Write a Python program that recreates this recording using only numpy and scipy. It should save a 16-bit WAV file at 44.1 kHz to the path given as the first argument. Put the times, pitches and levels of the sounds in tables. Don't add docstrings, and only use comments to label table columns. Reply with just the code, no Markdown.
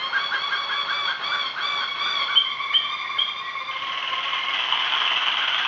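import sys
import numpy as np
from scipy import signal
from scipy.fft import rfft, irfft
from scipy.io import wavfile

SR = 44100
rng = np.random.default_rng(int(sys.argv[2]) if len(sys.argv) > 2 else 0)


def log_audio(samples):
    frames = np.atleast_2d(samples).T
    limited = np.clip(frames, -1, 1)
    pcm = np.round(limited * 32767).astype(np.int16)
    wavfile.write(sys.argv[1], SR, pcm)


N = 250047
T = np.arange(N) / SR

# t/s, level/dB
RATTLE_SYLLABLES = [(3.711, -24), (3.7653, -24), (3.8214, -22), (3.8703, -21), (3.9209, -20), (3.974, -20),
                    (4.0261, -20.5), (4.0758, -19), (4.1304, -18), (4.181, -21), (4.2303, -17.5),
                    (4.2815, -19.5), (4.332, -17), (4.381, -19), (4.4353, -19), (4.4844, -18.5),
                    (4.5369, -15), (4.589, -17), (4.639, -16.5), (4.693, -17), (4.743, -18.5), (4.796, -17),
                    (4.846, -16), (4.898, -19.5), (4.951, -16), (5.003, -15.5), (5.053, -16),
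                    (5.107, -15.5), (5.16, -15), (5.211, -16.5), (5.261, -16), (5.316, -16), (5.37, -15),
                    (5.4252, -18), (5.477, -16.5), (5.529, -17), (5.581, -14), (5.633, -24)]
# t/s, level/dB
BUZZ_SYLLABLES = [(4.528, -28.5), (4.579, -25), (4.63, -31), (4.677, -25.5), (4.725, -24.5), (4.773, -22.5),
                  (4.825, -23.5), (4.869, -22.5), (4.919, -21), (4.968, -24.5), (5.019, -22),
                  (5.066, -23.5), (5.118, -24.5), (5.166, -24.5), (5.218, -24), (5.266, -20),
                  (5.316, -25.5), (5.371, -30), (5.419, -23), (5.474, -24), (5.518, -25.5), (5.546, -25.5),
                  (5.588, -28), (5.64, -22.5)]
# centre f/Hz, swing/share of f, ring length/s, level/dB
BUZZ_RESONANCES = [(1400, 0.15, 0.0041, 2.5), (2995, 0.054, 0.0046, 7)]
# t/s, length/s, start f/Hz, middle f/Hz, end f/Hz, level/dB
PEEP_NOTES = [(2.353, 0.054, 2948, 3212, 3350, -12), (2.736, 0.046, 2940, 3197, 3300, -13),
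              (3.183, 0.044, 3044, 3300, 3160, -13)]
# t/s, top f/Hz, level/dB
GLUCK_NOTES = [(-.115, 1620, -21.5), (0.076, 1632, -23), (0.261, 1623, -23.5), (.45, 1617, -25.5),
               (.642, 1671, -27), (.828, 1598, -25.5), (1.019, 1598, -24), (1.257, 1556, -25),
               (1.504, 1592, -29.5), (1.744, 1531, -28), (1.997, 1490, -31), (2.228, 1571, -27.5),
               (4.862, 1400, -31), (4.98, 1564, -35.5), (5.109, 1548, -34.5), (5.21, 1640, -34.5),
               (5.34, 1583, -29.5), (5.431, 1480, -31.5), (5.543, 1588, -30.5)]
# t/s, f/Hz, level/dB, octave overtone level/dB
HOOT_NOTES = [(2.188, 1115, -29, 0), (2.289, 1158, -25, -3.5), (2.412, 1110, -37.5, -8),
              (2.448, 1076, -32.5, -2), (2.492, 1100, -33, 0), (2.54, 1100, -32, -1),
              (2.589, 1127, -27, -4), (2.641, 1120, -31, -0.5), (2.689, 1140, -30, 4),
              (2.785, 1150, -36, -1), (2.834, 1154, -28, -3.5), (2.884, 1104, -31, -4.5),
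              (2.928, 1104, -31, -0.5), (2.987, 1102, -31.5, 0.5), (3.031, 1089, -28.5, -3),
              (3.089, 1113, -29, -4.5), (3.141, 1108, -29, -2), (3.197, 1109, -33.5, 1),
              (3.265, 1099, -33, -3), (3.328, 1099, -32, -4.5), (3.39, 1088, -31, -10),
              (3.463, 1091, -31, -7.5), (3.535, 1107, -28.5, -2), (3.598, 1049, -27.5, -9.5),
              (3.673, 1073, -29, -4), (3.738, 1071, -28.5, -6.5), (3.806, 1095, -27, -7),
              (3.876, 1086, -27, -14), (3.95, 1112, -27.5, -5.5), (4.02, 1068, -29.5, -6.5),
              (4.104, 1056, -27.5, -10), (4.168, 1069, -29, -8.5), (4.245, 1108, -27.5, -10),
              (4.311, 1080, -29, -3.5), (4.39, 1068, -30.5, -4), (4.461, 1095, -28.5, -0.5)]
# t/s, length/s, swoop/share of f, undertone level/dB
HOOT_SHAPES = [(3.15, .04, .13, -42), (3.6, .049, .025, -19)]
# t/s, length/s, time to the top/s, top f/Hz, level/dB
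WHINE_NOTES = [(-.03, 0.12, 0.096, 1089, -31), (0.158, 0.12, 0.063, 1135, -31.5),
               (.33, 0.16, 0.11, 1131, -32.5), (0.508, 0.15, 0.081, 1136, -32),
               (0.684, 0.15, 0.083, 1140, -32.5), (0.861, .25, 0.095, 1155, -31),
               (1.204, .28, .094, 1164, -30.5), (1.581, 0.26, 0.1, 1161, -29.5),
               (1.964, .28, 0.083, 1175, -30)]
# t/s, top f/Hz, level/dB
TRILL_NOTES = [(1.86, 1129, -30.5), (1.97, 1130, -29.5), (2.08, 1142, -33.5), (2.178, 1140, -34),
               (2.281, 1138, -28.5), (2.375, 1163, -40), (2.475, 1161, -35), (2.585, 1157, -31),
               (2.69, 1187, -34), (2.791, 1166, -34), (2.883, 1199, -33), (2.975, 1189, -34),
               (3.065, 1179, -34.5), (3.155, 1179, -36), (3.245, 1196, -36), (3.34, 1197, -37.5),
               (3.441, 1178, -35), (3.555, 1197, -37.5), (3.635, 1188, -37)]
# t/s, length/s, f/Hz, level/dB
WHISTLE_NOTES = [(2.727, 0.0064, 1858, -27.5), (2.763, 0.078, 1837, -39.5), (3.029, 0.056, 1890, -38.5),
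                 (3.155, 0.018, 1680, -39), (3.413, 0.11, 1928, -36)]

PEEP_HARMONICS = [0, -45.5]
GLUCK_HARMONICS = [0, -30, -38]
WHINE_HARMONICS = [-7, -3.5, 2.5, -9, -24, -34.5]
TRILL_HARMONICS = [-1, -1.5, 0.5, -15.5, -26.5, -39]

# f/Hz, level/dB
RATTLE_SPECTRUM = [(40, -38.5), (300, -16.5), (520, -16.5), (720, -4), (1050, 1), (1600, -2), (2200, 1.5),
                   (2600, 0.5), (2950, -2.5), (3350, 1.5), (3620, -15.5), (3950, -13), (4700, -22.5),
                   (6200, -22), (7400, -52.5)]
BUZZ_SPECTRUM = [(40, -41.5), (300, -16), (550, -16.5), (750, -1), (1100, 8.5), (1500, -3), (1900, -2),
                 (2450, 4.5), (2900, 7.5), (3350, 6), (3800, -14), (4800, -20), (6200, -23.5), (7400, -51)]
BREATH_SPECTRUM = [(90, -12), (350, -3.5), (600, 3.5), (850, 5.5), (1250, 15.5), (1900, 3.5), (2700, 2.5),
                   (4200, -4), (5200, -18.5), (6500, -23.5), (7500, -49)]
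GLUCK_BREATH_SPECTRUM = [(90, -15.5), (350, -3.5), (600, -5), (850, 8.5), (1250, 15), (1900, 8), (2700, 2),
                         (4200, -4), (5200, -13.5), (6500, -16.5), (7500, -37)]
# f/Hz, level/dB
STILL_SPECTRUM = [(25, -46), (45, -25.5), (75, -5.5), (105, -5), (130, 3), (155, 0), (280, 0), (500, 1.5),
                  (1000, 6), (2200, 5), (4000, 0.5), (5500, -11), (6800, -23), (7600, -35)]

TICK_GAP_S, TICK_S, TICK_FROM_HZ, TICK_TO_HZ, TICK_DB = .0257, .0068, 3520, 2650, 2.5
BUZZ_PULSES_PER_S, BUZZ_FADE_DB_PER_S, BUZZ_SHIFTS_PER_S = 122, 290, 14
WHINE_SCOOP_HZ, WHINE_SAG_HZ_PER_S = 149.8, 620
WHINE_FULL_DB, WHINE_MELLOWING = -26.5, 0.92
WHINE_WAVER = 0.0057
FLUTTER_DB = 1.8
ROOM_T60_S = .58
STILL_DB, TOP_HZ = -42.5, 7450


def undb(db):
    return 10 ** (np.asarray(db) / 20)


def unit(x):
    return x / np.sqrt(np.mean(x ** 2))


def add(track, start, sound):
    i = int(round(start * SR))
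    lo, hi = max(i, 0), min(i + len(sound), N)
    if hi > lo:
        track[lo:hi] += sound[lo - i:hi - i]


def wander(n, rate):
    points = rng.standard_normal(4096)
    return np.interp(np.arange(n) / SR * rate, np.arange(len(points)), points)


def colour(x, points, size=2048):
    hz, db = np.transpose(points)
    grid = np.maximum(np.arange(size // 2 + 1) * SR / size, 1)
    gain = undb(np.interp(np.log(grid), np.log(hz), db))
    cepstrum = irfft(np.log(gain))
    cepstrum[1:size // 2] *= 2
    cepstrum[size // 2 + 1:] = 0
    response = irfft(np.exp(rfft(cepstrum)))
    return signal.fftconvolve(x, response / np.linalg.norm(response))[:len(x)]


def pip(from_hz, to_hz, length):
    hz = np.linspace(from_hz, to_hz, int(length * SR))
    return np.hanning(len(hz)) * np.sin(2 * np.pi * np.cumsum(hz) / SR)


def note(length, start_hz, middle_hz, end_hz, partials, turn, attack, release, jitter, flutter_db,
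         undertone_db=-60, boost_db=0, bend=1, waver=0):
    u = np.linspace(0, 1, int(length * SR))
    turn = np.clip(turn, .05, .95)
    climb = np.sin(np.pi / 2 * np.minimum(u / turn, 1)) ** bend
    before = start_hz + (middle_hz - start_hz) * climb
    after = middle_hz + (end_hz - middle_hz) * (1 - np.cos(np.pi / 2 * (u - turn) / (1 - turn)))
    unsteadiness = 1 + jitter * wander(len(u), 346.7) + waver * wander(len(u), 60)
    hz = np.where(u < turn, before, after) * unsteadiness
    phase = 2 * np.pi * np.cumsum(hz) / SR

    swell = np.sin(np.pi / 2 * np.minimum(u / attack, 1))
    drop = np.sin(np.pi / 2 * np.minimum((1 - u) / release, 1))
    flutter = undb(flutter_db * wander(len(u), 200))
    pressure = swell * drop * (hz / middle_hz) ** bend * flutter

    tone = undb(undertone_db) * np.sin(phase / 2)
    for k, db in enumerate(partials, 1):
        tone = tone + undb(db + boost_db * (k == 1)) * np.sin(k * phase)
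    return np.sqrt(2) * tone * pressure, pressure


def sing(notes, rasp_db, chiff_db=-60, chiff_s=.04, air_colour=BREATH_SPECTRUM):
    tones, air = np.zeros(N), np.zeros(N)
    for start, db, (tone, pressure) in notes:
        add(tones, start, undb(db) * tone)
        add(air, start, undb(db + rasp_db) * pressure)
        add(air, start - chiff_s / 2, undb(db + chiff_db) * np.hanning(int(chiff_s * SR)))
    return tones + air * colour(rng.standard_normal(N), air_colour)


def rattle(rasp_db=-10.5, rasp_scale_s=0.0064, second_db=-3, spread=0.032):
    ticks, air = np.zeros(N), np.zeros(N)
    age = T[:SR // 10] / rasp_scale_s
    rasp = np.sqrt(age) * np.exp((1 - age) / 3)
    for start, db in RATTLE_SYLLABLES:
        add(air, start - rasp_scale_s / 2, undb(db + rasp_db) * rasp)
        for k, pitch in enumerate(1 + spread * rng.standard_normal(2)):
            tick = pip(pitch * TICK_FROM_HZ, pitch * TICK_TO_HZ, TICK_S)
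            tick_db = db + TICK_DB + k * second_db
            add(ticks, start + k * TICK_GAP_S - TICK_S / 4, undb(tick_db) * tick)
    grains = unit(rng.standard_normal(N) * undb(2.45 * wander(N, 600)))
    return ticks + colour(grains * air, RATTLE_SPECTRUM)


def buzz(jitter=.12, scatter_db=3, puff_db=4, fall=0.088, count=5, puff_samples=176):
    puffs, rings = np.zeros(N), np.zeros(N)
    shifts = [wander(N, BUZZ_SHIFTS_PER_S) for _ in BUZZ_RESONANCES]
    for start, db in BUZZ_SYLLABLES:
        gaps, louder = rng.standard_normal((count, 2)).T
        ages = (np.arange(count) + jitter * gaps) / BUZZ_PULSES_PER_S
        gains = undb(db - BUZZ_FADE_DB_PER_S * ages + scatter_db * louder)
        for s, gain in zip(start + ages, gains):
            puff = np.hanning(puff_samples) * rng.standard_normal(puff_samples)
            add(puffs, s, gain * puff)
            for (hz, swing, length, ring_db), shift in zip(BUZZ_RESONANCES, shifts):
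                centre = hz * (1 + swing * np.interp(s, T, shift))
                ring = pip(centre * (1 + fall), centre * (1 - fall), length)
                add(rings, s, gain * undb(ring_db) * ring)
    return undb(puff_db) * colour(puffs, BUZZ_SPECTRUM) + rings


def peeps():
    shape = dict(turn=.65, attack=.3, release=.7, jitter=.006, flutter_db=FLUTTER_DB)
    notes = []
    for s, length, start_hz, middle_hz, end_hz, db in PEEP_NOTES:
        notes.append((s, db, note(length, start_hz, middle_hz, end_hz, PEEP_HARMONICS, **shape)))
    return sing(notes, rasp_db=-41.5, chiff_db=-13.5, chiff_s=0.017)


def glucks():
    shape = dict(turn=.7, attack=.52, release=.17, jitter=.022, bend=2.0, flutter_db=1.0, undertone_db=-40.5)
    notes = []
    for s, hz, db in GLUCK_NOTES:
        notes.append((s, db, note(.116, 0.35 * hz, hz, 0.76 * hz, GLUCK_HARMONICS, **shape)))
    return sing(notes, rasp_db=-7, air_colour=GLUCK_BREATH_SPECTRUM)


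def roll():
    shape = dict(turn=.5, attack=.5, release=.5, jitter=.012, flutter_db=1.5)
    times, *style = np.transpose(HOOT_SHAPES)
    notes = []
    for s, hz, db, octave_db in HOOT_NOTES:
        length, swoop, under = (np.interp(s, times, column) for column in style)
        low = hz * (1 - swoop)
        partials = [0, octave_db, -26, -34]
        notes.append((s, db, note(length, low, hz, low, partials, undertone_db=under, **shape)))
    return sing(notes, rasp_db=-18)


def whines():
    shape = dict(bend=.7, attack=0.2, release=.05, undertone_db=-19,
                 jitter=0.0087, flutter_db=FLUTTER_DB, waver=WHINE_WAVER)
    notes = []
    for s, length, top_s, hz, db in WHINE_NOTES:
        start_hz = hz - WHINE_SCOOP_HZ
        end_hz = hz - WHINE_SAG_HZ_PER_S * (length - top_s)
        boost_db = WHINE_MELLOWING * (WHINE_FULL_DB - db)
        sung = note(length, start_hz, hz, end_hz, WHINE_HARMONICS,
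                    turn=top_s / length, boost_db=boost_db, **shape)
        notes.append((s, db, sung))
    return sing(notes, rasp_db=-3.5, chiff_db=-1.5, chiff_s=.08)


def trill():
    shape = dict(turn=.55, attack=.4, release=.3, jitter=.006, flutter_db=3)
    notes = []
    for s, hz, db in TRILL_NOTES:
        notes.append((s, db, note(0.0715, .92 * hz, hz, .975 * hz, TRILL_HARMONICS, **shape)))
    return sing(notes, rasp_db=-13.0)


def whistles():
    shape = dict(turn=.5, attack=.26, release=.24, jitter=.007, flutter_db=FLUTTER_DB)
    notes = []
    for s, length, hz, db in WHISTLE_NOTES:
        notes.append((s, db, note(length, hz, hz, hz, PEEP_HARMONICS, **shape)))
    return sing(notes, rasp_db=-22.0)


def room(x, early_db, late_db, early_t60=0.19, gap_s=0.0013):
    t = T[:SR]
    response = np.zeros(len(t))
    response[0] = 1
    for db, t60 in ((early_db, early_t60), (late_db, ROOM_T60_S)):
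        decay = np.exp(-np.log(1000) * t / t60)
        tail = rng.standard_normal(len(t)) * decay * (t > gap_s)
        response += undb(db) * tail / np.linalg.norm(tail)
    return np.std(x) * unit(signal.fftconvolve(x, response)[:N])


def still_room():
    return undb(STILL_DB) * unit(colour(rng.standard_normal(N), STILL_SPECTRUM, size=8192))


def scene():
    song = room(rattle(), early_db=0, late_db=-1.5)
    song += room(buzz(), early_db=-5, late_db=-2)
    song += room(peeps(), early_db=-7, late_db=-1)
    song += room(glucks(), early_db=-1.5, late_db=-1.5)
    song += room(roll(), early_db=-5, late_db=-6)
    song += room(whines(), early_db=-4, late_db=2)
    song += room(trill(), early_db=-5.5, late_db=5.5)
    song += room(whistles(), early_db=-8.0, late_db=6.5)
    return (song + still_room())[None]


def record(dry):
    return signal.sosfilt(signal.ellip(10, .2, 80, TOP_HZ, fs=SR, output="sos"), dry)


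dry = scene()
out = record(dry)
log_audio(out)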